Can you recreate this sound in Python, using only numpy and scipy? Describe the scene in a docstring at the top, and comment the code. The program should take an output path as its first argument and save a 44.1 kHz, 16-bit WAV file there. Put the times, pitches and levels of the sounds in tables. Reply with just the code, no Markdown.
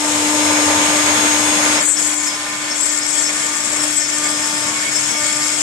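"""A router spindle turns at 18000 rpm over a wet stone slab in a workshop. Its unbalance hums and its
motor whines in a swelling rush of air and coolant. From 1.3 s the feed motors sing as they move the head.
At 1.8 s the bit bites and the rush falls back: the bit scrapes the stone once a turn, rings shrilly and
chatters in bursts to the end. The treble reaches mostly the left microphone."""
import sys
import numpy as np
from scipy import signal
from scipy.fft import rfft, irfft, next_fast_len
from scipy.io import wavfile
from scipy.ndimage import uniform_filter1d, minimum_filter1d, map_coordinates

SR = 44100
rng = np.random.default_rng(int(sys.argv[2]) if len(sys.argv) > 2 else 0)


def unload_audio(sound):
    """Save the sound as a 16-bit wav file, at the path given as the first command line argument."""
    columns = np.transpose(np.atleast_2d(sound))
    # keep every value between -1 and 1, then stretch to whole-number steps
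    steps = np.round(np.clip(columns, -1, 1) * 32767)
    wavfile.write(sys.argv[1], SR, steps.astype(np.int16))


N = 247842
TIME_S = np.arange(N) / SR
TURN_HZ = 299.65
BITE_S, ENTRY_S = 1.765, 0.07
BUILD_S = 0.39  # time constant of the opening swell

# Stereo balance. Each row: frequency in Hz, left over right in dB.
PAN = [(100, 1), (300, 2), (500, 0.5), (1200, -0.5), (1900, -4), (2800, -7), (3800, -1), (4600, 1),
       (5400, 8.5), (6200, 11.5), (7600, 25.5), (9300, 14), (10200, 18), (12000, 85)]
# Passes of the bit through the stone. Each row: start and end in seconds, scrape level in dB,
# share that follows its own marks from 0 to 1, brightness in dB per octave.
PASSES = [(1.79, 1.815, -23, .9, 0), (1.825, 1.9, -17.6, .95, 12), (1.9, 1.945, -20.5, .95, 0),
          (1.96, 2.16, -21.4, .8, 2), (2.175, 2.3, -22, .95, -6), (2.38, 2.44, -33, .5, 0),
          (2.755, 3.0, -23.1, .95, -1), (3.038, 3.29, -23, .95, -4), (3.3, 3.78, -25.3, .4, -1),
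          (3.78, 3.935, -24.3, .35, 13), (3.945, 3.995, -22.8, .9, 0), (4.005, 4.035, -23, .9, -16),
          (4.055, 4.12, -26, .8, -12), (4.13, 4.34, -24.3, .5, -1), (4.355, 4.72, -26.3, .3, 3),
          (4.92, 5.14, -23.2, .95, -2), (5.2, 5.52, -24.5, .7, 0), (5.56, 5.7, -24, .95, -2)]


def amp(db):
    """Decibels to gain."""
    return 10 ** (np.asarray(db) / 20)


def along(points, hz):
    """Interpolate (Hz, value) points on a log axis."""
    point_hz, values = np.transpose(points)
    return np.interp(np.log(hz + 1), np.log(point_hz + 1), values)


def curves(rows):
    """One value per sample for each column after the time."""
    times_s, *columns = np.transpose(rows)
    return [np.interp(TIME_S, times_s, column) for column in columns]


def wobble(rate_hz):
    """Smooth random curve, rate_hz knots a second."""
    knots = rng.standard_normal(int(N * rate_hz / SR) + 4)
    return map_coordinates(knots, [TIME_S * rate_hz])


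def spell(start_s, end_s, attack_s, release_s):
    """Attack, hold and release as a gain from 0 to 1."""
    return np.clip(0.5 + np.minimum((TIME_S - start_s) / attack_s, (end_s - TIME_S) / release_s), 0, 1)


def spells(rows, ramp_s):
    """Summed gain of events that ramp in and out."""
    return sum(amp(db) * spell(start_s, end_s, ramp_s, ramp_s) for start_s, end_s, db in rows)


def engaged(entry_s=ENTRY_S):
    """0 while the tool runs free, 1 once it is in the stone."""
    return np.clip((TIME_S - BITE_S) / entry_s, 0, 1)


def staged(free_db, cutting_db, build_db, build_s, entry_s=ENTRY_S):
    """Gain that moves by build_db to its free level, then to its cutting level at the bite."""
    shortfall_db = build_db * np.exp(-TIME_S / build_s)
    in_stone = engaged(entry_s)
    return amp((1 - in_stone) * (free_db - shortfall_db) + in_stone * cutting_db)


def filtered(x, response):
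    """Apply a complex frequency response."""
    size = next_fast_len(N + SR // 2)
    return irfft(rfft(x, size) * response(np.fft.rfftfreq(size, 1 / SR)), size)[..., :N]


def ringing(x, modes):
    """x through a body's resonances, alternating in sign."""
    def response(hz):
        return sum((-1) ** k * amp(db) * 1j * hz * width_hz / (mode_hz**2 - hz**2 + 1j * hz * width_hz)
                   for k, (mode_hz, width_hz, db) in enumerate(modes))
    return filtered(x, response)


def sides(pan_db):
    """Left and right gains whose mean is 1."""
    gains = amp(np.array([pan_db, -pan_db]) / 2).reshape(2, -1)
    return gains / gains.mean(0)


def placed(pair, left_lead_s=0.0002):
    """Two unrelated signals as the microphones hear them, their mean at rms 1."""
    # Likeness of the channels. Each row: frequency in Hz, correlation.
    likeness = [(60, 0.63), (300, 1), (550, 0.93), (1000, 0.38), (2000, 0.028), (10000, 0.068)]

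    def blend(hz):
        angle = np.arccos(np.clip(along(likeness, hz), -1, 1)) / 2
        return np.array([np.ones_like(hz), np.tan(angle)])

    def arrival(hz):
        lead = np.exp(1j * np.pi * hz * left_lead_s * np.array([[1], [-1]]))
        return np.sqrt(sides(2 * along(PAN, hz))) * lead

    mid, side = filtered(pair, blend)
    stereo = filtered(np.array([mid + side, mid - side]), arrival)
    return stereo / np.std(stereo.mean(0))


def white():
    """Two unrelated white noises."""
    return rng.standard_normal((2, N))


def noise(spectrum, patchy_db):
    """Two coloured noises with patches of random gain."""
    frames = signal.stft(white(), nperseg=512)[2]
    patches = uniform_filter1d(rng.standard_normal(frames.shape[1:]), size=8, axis=0)
    patches = uniform_filter1d(patches, size=8, axis=1)
    patches /= np.sqrt(np.mean(patches ** 2))
    pair = signal.istft(frames * amp(patchy_db * patches), nperseg=512)[1][:, :N]
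    return filtered(pair, lambda hz: amp(along(spectrum, hz)))


def tones(lines, waver_db, drift_rad, rate_hz):
    """Steady whistles, each wavering in level and phase."""
    return sum(sides(pan_db) * amp(db + waver_db * wobble(2 * rate_hz))
               * np.sin(2 * np.pi * hz * TIME_S + drift_rad * wobble(rate_hz))
               for hz, db, pan_db in lines)


def orders(turns, partials, drift_rad):
    """Tones locked to the shaft."""
    return sum(amp(db) * np.sin(2 * np.pi * (order * turns + rng.random()) + drift_rad * wobble(12))
               for order, db in partials)


def spindle_hum(turns):
    """Unbalance hums at the shaft speed."""
    # Hum partials. Each row: multiple of the shaft speed, relative level in dB.
    partials = [(1 / 3, -22), (1, 0)]
    # Hum envelope. Each row: time in seconds, level in dB.
    envelope = [(0, -22), (.5, -18), (.85, -21), (1.75, -21), (1.785, -27), (1.822, -36), (1.845, -24),
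                (1.88, -27), (1.925, -37), (1.97, -29), (2.1, -28), (2.3, -32), (2.73, -33), (3.3, -31),
                (3.65, -35), (3.8, -26.5), (4.04, -33), (4.2, -27.5), (4.85, -32.5), (5.62, -29.5)]
    hum_db, = curves(envelope)
    lead_turns = 0.018 * np.array([[1], [-1]])  # reaches the left first
    gain = sides(3.7) * amp(hum_db + engaged() * wobble(14))
    return gain * orders(turns + lead_turns, partials, drift_rad=0.027)


def spindle_drone(turns):
    """The hum's overtones swell as the side load shifts."""
    # Overtones led by the third. Each row: multiple of the shaft speed, relative level in dB.
    partials = [(2, -5), (3, 0), (7, -11)]
    # Load swells. Each row: start and end in seconds, third and fourth order levels in dB.
    swells = [(.35, .8, -40, -54), (.5, 1.053, -63, -36.5), (2.207, 2.65, -62, -44),
              (2.943, 3.03, -63, -38), (3.137, 3.223, -38, -48), (3.335, 3.824, -47, -40),
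              (4.156, 4.345, -40, -31), (4.374, 4.707, -35.5, -38.5), (5.103, 5.505, -41.5, -36)]
    third_gain = staged(free_db=-30, cutting_db=-43.5, build_db=-0.5, build_s=BUILD_S)
    third_gain += spells([(start, end, db) for start, end, db, _ in swells], ramp_s=0.095)
    fourth_gain = staged(free_db=-33.5, cutting_db=-42.5, build_db=0.5, build_s=BUILD_S)
    fourth_gain += spells([(start, end, db) for start, end, _, db in swells], ramp_s=0.095)
    fourth = fourth_gain * orders(turns, [(4, 0)], drift_rad=0.22)
    waver = amp(0.1 + 1.6 * wobble(14))
    third = third_gain * orders(turns, partials, drift_rad=0.31)
    return sides(-1.4) * waver * (third + fourth)


def whistles(recovery_db_per_s=1.0):
    """High motor and inverter whistles, which sound quieter while the bit scrapes loudly."""
    # Motor and inverter lines. Each row: frequency in Hz, relative level in dB, left over right in dB.
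    lines = [(5900, -22, 12), (6202, -20, 15), (6595, 0, 28), (9399, -18.5, 16), (10000, -15, 14),
             (10600, -22, 20), (10697, -21, 18), (12495, -28, 25), (13200, -33, 25), (14099, -21, 24)]
    # Envelope of the inverter's 5.3 kHz line. Each row: time in seconds, level in dB.
    envelope = [(0, -31.5), (.33, -30), (.5, -26), (.68, -27.5), (.8, -29.5), (1.76, -30.5), (1.84, -40),
                (5.62, -37)]
    flicker = amp(1.9 * engaged() * wobble(14))
    gain = staged(free_db=-21, cutting_db=-34, build_db=9.5, build_s=0.28, entry_s=0.054)
    gain *= amp(recovery_db_per_s * engaged() * (TIME_S - BITE_S))
    whine = gain * tones(lines, waver_db=0.6, drift_rad=0.11, rate_hz=16)
    inverter_db, = curves(envelope)
    inverter = amp(inverter_db) * tones([(5300, 0, 10)], waver_db=0.7, drift_rad=0.15, rate_hz=16)
    duck = 1 / np.hypot(1, pressure() / amp(-23))
    return dipping() * flicker * duck * (whine + inverter)


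def air(cutoff_hz=2200):
    """Air whirls round the free tool and booms in the machine's cavities until the bit enters."""
    # Cavity modes. Each row: frequency in Hz, width in Hz, relative level in dB.
    cavities = [(100, 37, -10), (237, 230, -16.5), (471, 120, -2), (613, 108, 1.5), (838, 39, 3.5),
                (923, 98, 1), (1027, 71, 2), (1453, 22, -6.5)]
    boom = filtered(ringing(white(), cavities), lambda hz: 1 / (1 + (hz / cutoff_hz) ** 4))
    roar_db = -21 - 5.1 * TIME_S - 11 * np.exp(-TIME_S / BUILD_S)  # swells, then eases
    overshoot_db = 1.9 * spell(0.42, 0.83, attack_s=0.15, release_s=0.15)
    gusts = amp(0.7 * wobble(25))
    return (1 - engaged()) * amp(roar_db + overshoot_db) * gusts * placed(boom)


def coolant(recovery_db_per_s=1.01):
    """Jets wash over the slab and stir the machine's panels; flung spray hisses and spatters."""
    # Wash and spray spectra. 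Each row: frequency in Hz, relative density in dB.
    wash_spectrum = [(25, -19), (60, -14), (98, -8), (130, -8.5), (180, -2), (290, 2), (380, -3),
                     (550, 1.5), (1000, 0), (1900, 0.5), (2500, -4.5), (3100, -4.5), (5000, -9),
                     (10000, -47)]
    spray_spectrum = [(800, -19), (1800, -4), (2700, -0.5), (3300, 0.5), (4500, -2.5), (5500, -1),
                      (6500, 1), (7600, 6.5), (8300, 4), (9000, -2), (10500, -6), (12000, -15.5),
                      (14500, -31)]
    # Panel modes. Each row: frequency in Hz, width in Hz, relative level in dB.
    panel_modes = [(1012, 88, -1.5), (1448, 215, -1.5), (1717, 45, 1), (2070, 68, -1), (2294, 220, -0.5),
                   (2580, 270, -4.5), (3340, 270, -12.5), (3930, 99, -19)]
    # Wash envelope. Each row: time in seconds, relative level in dB.
    envelope = [(0, -32.5), (.5, -27.5), (1.22, -24.5), (1.5, -28), (1.79, -24.5), (1.86, -33.5),
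                (2.35, -35), (2.85, -36), (3.25, -35.5), (3.4, -33), (3.62, -35.5), (3.85, -31.3),
                (3.95, -37), (4.08, -35.5), (4.22, -34.5), (4.75, -33), (5.03, -34.5), (5.2, -35.5),
                (5.62, -34.7)]
    wash_db, = curves(envelope)
    wash = amp(3) * placed(noise(wash_spectrum, patchy_db=1))
    panels = amp(-1.5) * placed(ringing(white(), panel_modes))
    spatter = amp(0.59 * wobble(300) + 0.46 * wobble(12))
    spray_gain = staged(free_db=-21.5, cutting_db=-30.5, build_db=2.5, build_s=0.13)
    spray_gain *= amp(recovery_db_per_s * engaged() * (TIME_S - BITE_S))
    spray = spray_gain * spatter * placed(noise(spray_spectrum, patchy_db=1))
    return dipping() * (amp(wash_db + 0.93 * wobble(30)) * (wash + panels) + spray)


def free_tool():
    """The tool squeals thinly before it meets the stone."""
    # Squeals. Each row: start and end in seconds, level in dB.
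    squeals = [(1.15, 1.3, -31), (1.42, 1.6, -30.5)]
    return spells(squeals, ramp_s=0.06) * tones([(3483, 0, -8)], waver_db=2, drift_rad=0.5, rate_hz=30)


def feed(ramp_s=0.16, long_ramp_s=0.033):
    """Each axis motor sings while it moves the head; the gantry rumbles on its screw."""
    # Axis motor tones. Each row: frequency in Hz, relative level in dB, left over right in dB.
    cross_lines = [(818, -8, 0), (1023.5, -1, -2)]
    long_lines = [(2212, 5.5, -12), (2390, -9, -4), (3320, -6, -5)]
    # Axis moves, screw runs and rumbles. Each row: start and end in seconds, relative level in dB.
    cross_moves = [(1.33, 1.56, -29), (2.0, 2.9, -37), (2.23, 2.58, -42)]
    long_moves = [(2.17, 3.7, -35), (4.67, 4.69, -27), (4.752, 4.795, -24), (4.843, 4.87, -22),
                  (4.87, 4.903, -17.5), (4.96, 4.99, -30), (5.085, 5.14, -31), (5.14, 5.185, -23),
                  (5.185, 5.32, -27.5), (5.42, 5.51, -30)]
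    screw_runs = [(3.25, 3.9, -40), (4.2, 4.55, -40), (4.58, 4.85, -35.5)]
    rumbles = [(2.4, 2.7, -50), (3.3, 4.28, -49), (4.28, 4.48, -42), (4.48, 5.4, -43.5), (5.4, 5.7, -48)]
    # Gantry rumble spectrum. Each row: frequency in Hz, relative density in dB.
    rumble_spectrum = [(60, -26), (105, -2), (138, 15.5), (165, -2), (210, 9), (300, -26), (600, -43)]
    cross_motor = tones(cross_lines, waver_db=1.3, drift_rad=0.35, rate_hz=20)
    long_motor = amp(-9) * tones(long_lines, waver_db=2.5, drift_rad=0.8, rate_hz=40)
    screw = tones([(1104, 0, 0)], waver_db=2, drift_rad=0.45, rate_hz=20)
    rumble = placed(noise(rumble_spectrum, patchy_db=0.5))
    return (spells(cross_moves, ramp_s) * cross_motor + spells(long_moves, long_ramp_s) * long_motor
            + spells(screw_runs, ramp_s) * screw + spells(rumbles, ramp_s) * rumble)


def pressure(graze_db=-39, graze_db_per_s=3, catch_s=0.0041):
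    """Scraping force as a gain: full in each pass, grazing in between, surging where the bit catches."""
    # Catches on hard grains. Each row: time in seconds, surge in dB.
    catches = [(1.921, 3), (2.03, 2), (2.054, 2), (2.146, 3), (2.181, 4), (2.283, 3), (2.4, 5), (2.528, 4),
               (2.865, 3), (2.978, 2), (3.067, 4), (3.108, 2.5), (3.155, 2), (3.224, 3), (3.38, 3),
               (3.662, 3), (3.731, 5), (3.769, 4.5), (3.841, 7.5), (3.882, 3), (3.908, 3), (3.97, 3),
               (4.104, 5), (4.183, 3), (4.24, 3), (4.318, 3), (4.99, 2.5), (5.013, 2.5), (5.268, 3),
               (5.327, 3), (5.474, 3), (5.61, 4)]
    passes = sum(amp(db) * spell(start_s, end_s, attack_s=0.06, release_s=0.055)
                 for start_s, end_s, db, *_ in PASSES)
    graze = engaged() * amp(graze_db + graze_db_per_s * (TIME_S - BITE_S))
    surge_db = sum(db * np.exp(-((TIME_S - at_s) / catch_s) ** 2) for at_s, db in catches)
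    return np.maximum(passes, graze) * amp(surge_db)


def recut(x, memory):
    """The bit meets the marks of its last turn, so each scrape partly repeats the one before."""
    return filtered(x, lambda hz: 1 / (1 - memory * np.exp(-2j * np.pi * hz / TURN_HZ)))


def tilted(x, db_per_octave, pivot_hz=7600):
    """Tip the spectrum about the bit's ring by a moving slope."""
    hz, frame_s, frames = signal.stft(x, SR, nperseg=256)
    octaves = np.clip(np.log2((hz + 1) / pivot_hz), -0.6, 0.2)
    tilt_db = octaves[:, None] * np.interp(frame_s, TIME_S, db_per_octave)
    return signal.istft(frames * amp(tilt_db), SR, nperseg=256)[1][:, :N]


def scraping(contact):
    """The bit rings as it drags through fresh grit and its own marks, over hard and soft spots."""
    # Spectrum of the bit on grit. Each row: frequency in Hz, relative density in dB.
    grit = [(2500, -30), (4500, -30), (6200, -5.5), (6800, -2.5), (7140, 2.5), (7500, 3.5), (7830, 2.5),
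            (8100, 1.5), (8400, -3), (8700, -6.5), (9300, -12), (11700, -21), (12500, -30), (14500, -33)]
    share, db_per_octave = curves([(at_s, followed, slope) for start_s, end_s, _, followed, slope
                                   in PASSES for at_s in (start_s, end_s)])
    fresh = placed(contact * noise(grit, patchy_db=1.5))
    marks = placed(recut(contact * noise(grit, patchy_db=2), memory=0.73))
    scrape = np.sqrt(share) * marks + np.sqrt(1 - share) * fresh
    hardness = amp(0.65 * wobble(70) + 0.75 * wobble(220))
    return amp(0.9) * pressure() * hardness * tilted(scrape, db_per_octave)


def frame_ring(turns, contact, shake, growth_db_per_s=0.48):
    """The cut rings housing and gantry, hardest at the bite; the housing picks out the sixth order."""
    # Frame modes. Each row: frequency in Hz, width in Hz, relative level in dB.
    housing_modes = [(599, 66, -3), (1494, 240, -7), (1818, 33, 4.5), (2100, 38, -6), (2417, 41, -3.5),
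                     (3260, 63, -20)]
    gantry_modes = [(1403, 36, -2), (1510, 32, -3.5), (1655, 26, -9.5), (2070, 12, -0.5), (2213, 17, 4),
                    (2480, 15, -4.5), (2600, 17, -14), (3110, 25, -5.5), (3335, 13, 3.5), (3450, 11, -14),
                    (3620, 27, -8), (4430, 20, -1.5), (4790, 38, -3.5)]
    jolt = spell(1.809, 1.832, attack_s=0.018, release_s=0.027)
    load_db = -37 + growth_db_per_s * (TIME_S - BITE_S) + 1.5 * wobble(16)
    load = amp(-29.5) * jolt + engaged() * dipping() * amp(load_db)
    sixth = orders(turns, [(6, 0)], drift_rad=0.8) * amp(2 * wobble(45) + 3 * jolt * wobble(300))
    sixth_gain = amp(-25.5) * jolt + amp(-42) * engaged()
    housing = placed(ringing(shake, housing_modes))
    gantry = amp(1.5) * placed(ringing(contact * white(), gantry_modes))
    return load * (housing + gantry) + sixth_gain * sixth


def chatter_tone(turns, order):
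    """A rough tone at or just under one shaft overtone, with its neighbours as sidebands."""
    # Chatter partials. Each row: offset in shaft orders, relative level in dB.
    sidebands = [(-1, -14), (0, 0), (1, -13), (2, -11), (3, -9)]
    # Pitch sag. Each entry: shaft order, distance below it in Hz.
    sag_hz = {17: 19, 18: 3, 24: 16, 26: 0}
    tone = np.zeros((2, N))
    for offset, db in sidebands:
        cycles = (order + offset) * turns - sag_hz[order] * TIME_S
        phase = 2 * np.pi * cycles + 1.3 * wobble(35) + 0.35 * wobble(220)
        pan_db = along(PAN, (order + offset) * TURN_HZ)
        tone += sides(pan_db) * amp(db + 1.8 * wobble(70)) * np.sin(phase)
    return tone


def chatter(turns, shake, buzz_start_s=1.96, growth_db_per_s=1.2):
    """The collet buzzes as the bit bears down; in bursts it locks to a shaft overtone and squeals."""
    # Collet modes. Each row: frequency in Hz, width in Hz, relative level in dB.
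    collet_modes = [(4470, 47, -7), (4730, 55, -8), (5060, 63, -2), (5470, 150, 0.5), (6250, 90, -6),
                    (6050, 110, -6)]
    # Chatter bursts. Each row: start and end in seconds, level in dB, shaft order.
    bursts = [(1.765, 1.815, -24.5, 18), (1.845, 1.925, -17.5, 26), (1.87, 1.96, -22, 24),
              (1.965, 2.005, -26.5, 18), (2.17, 2.215, -23, 24), (2.27, 2.32, -25.5, 18),
              (2.315, 2.345, -26, 17), (2.34, 2.38, -32, 18), (2.695, 2.745, -27.5, 18),
              (2.8, 2.885, -24, 26), (3.005, 3.035, -28, 17), (3.02, 3.055, -26, 18),
              (3.18, 3.215, -29, 18), (3.245, 3.295, -22, 18), (3.355, 3.405, -30, 18),
              (3.79, 3.83, -27, 18), (3.955, 3.99, -28, 18), (3.965, 4.005, -22.5, 26),
              (4.005, 4.04, -22.5, 18), (4.048, 4.074, -24.5, 18), (4.06, 4.092, -24.5, 17),
              (4.125, 4.16, -27, 18), (4.23, 4.66, -33, 17), (4.43, 4.47, -29, 18), (4.74, 4.81, -31, 17),
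              (4.945, 4.985, -21, 18), (5.04, 5.11, -28.5, 18), (5.11, 5.19, -25, 18),
              (5.46, 5.52, -33, 17), (5.525, 5.56, -24.5, 18)]
    onset = spell(buzz_start_s, np.inf, attack_s=0.03, release_s=1)
    growth = amp(growth_db_per_s * (TIME_S - buzz_start_s))
    bearing = np.sqrt(pressure() / amp(-24))
    buzz = amp(-36) * placed(ringing(shake, collet_modes)) + amp(-38.5) * chatter_tone(turns, order=18)
    squeals = np.zeros((2, N))
    for order in sorted({row[3] for row in bursts}):
        gain = spells([row[:3] for row in bursts if row[3] == order], ramp_s=0.022)
        squeals += gain * chatter_tone(turns, order)
    slip = amp(1.2 * wobble(110) + 0.8 * wobble(30))
    return slip * (onset * growth * dipping() * bearing * buzz + squeals)


def cutting(turns):
    """Runout presses one side of the bit in once a turn, driving scrape, frame and collet."""
    angle = 2 * np.pi * turns + 0.51 * wobble(8.3)  # the contact point shifts round the bit
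    contact = amp(3.9 * np.cos(angle) + 1.8 * wobble(500))
    scrape = scraping(contact)
    shake = recut(contact * white(), memory=0.7)
    return scrape + frame_ring(turns, contact, shake) + chatter(turns, shake)


def dipping():
    """Gain that dips briefly under the hardest scraping."""
    # Dips. Each row: start and end in seconds, gain in dB.
    dips = [(1.895, 1.95, -5), (2.15, 2.203, -4), (4.0, 4.11, -1.8)]
    return amp(sum(db * spell(start, end, attack_s=0.036, release_s=0.044) for start, end, db in dips))


def scene():
    """The shaft's slightly wandering rotation times both the hum and the cut."""
    shaft_hz = TURN_HZ + 0.255 * wobble(3.85)
    turns = np.cumsum(shaft_hz) / SR
    spindle = spindle_hum(turns) + spindle_drone(turns)
    return spindle + whistles() + air() + coolant() + free_tool() + feed() + cutting(turns)


def record(dry, ceiling=0.92, top_hz=14600):
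    """Peak limiter, then a brick-wall low-pass."""
    needed = np.minimum(1, ceiling / (np.abs(dry).max(0) + 1e-9))
    gain = uniform_filter1d(minimum_filter1d(needed, size=200), size=200)
    return filtered(dry * gain, lambda hz: hz < top_hz)


dry = scene()
out = record(dry)
unload_audio(out)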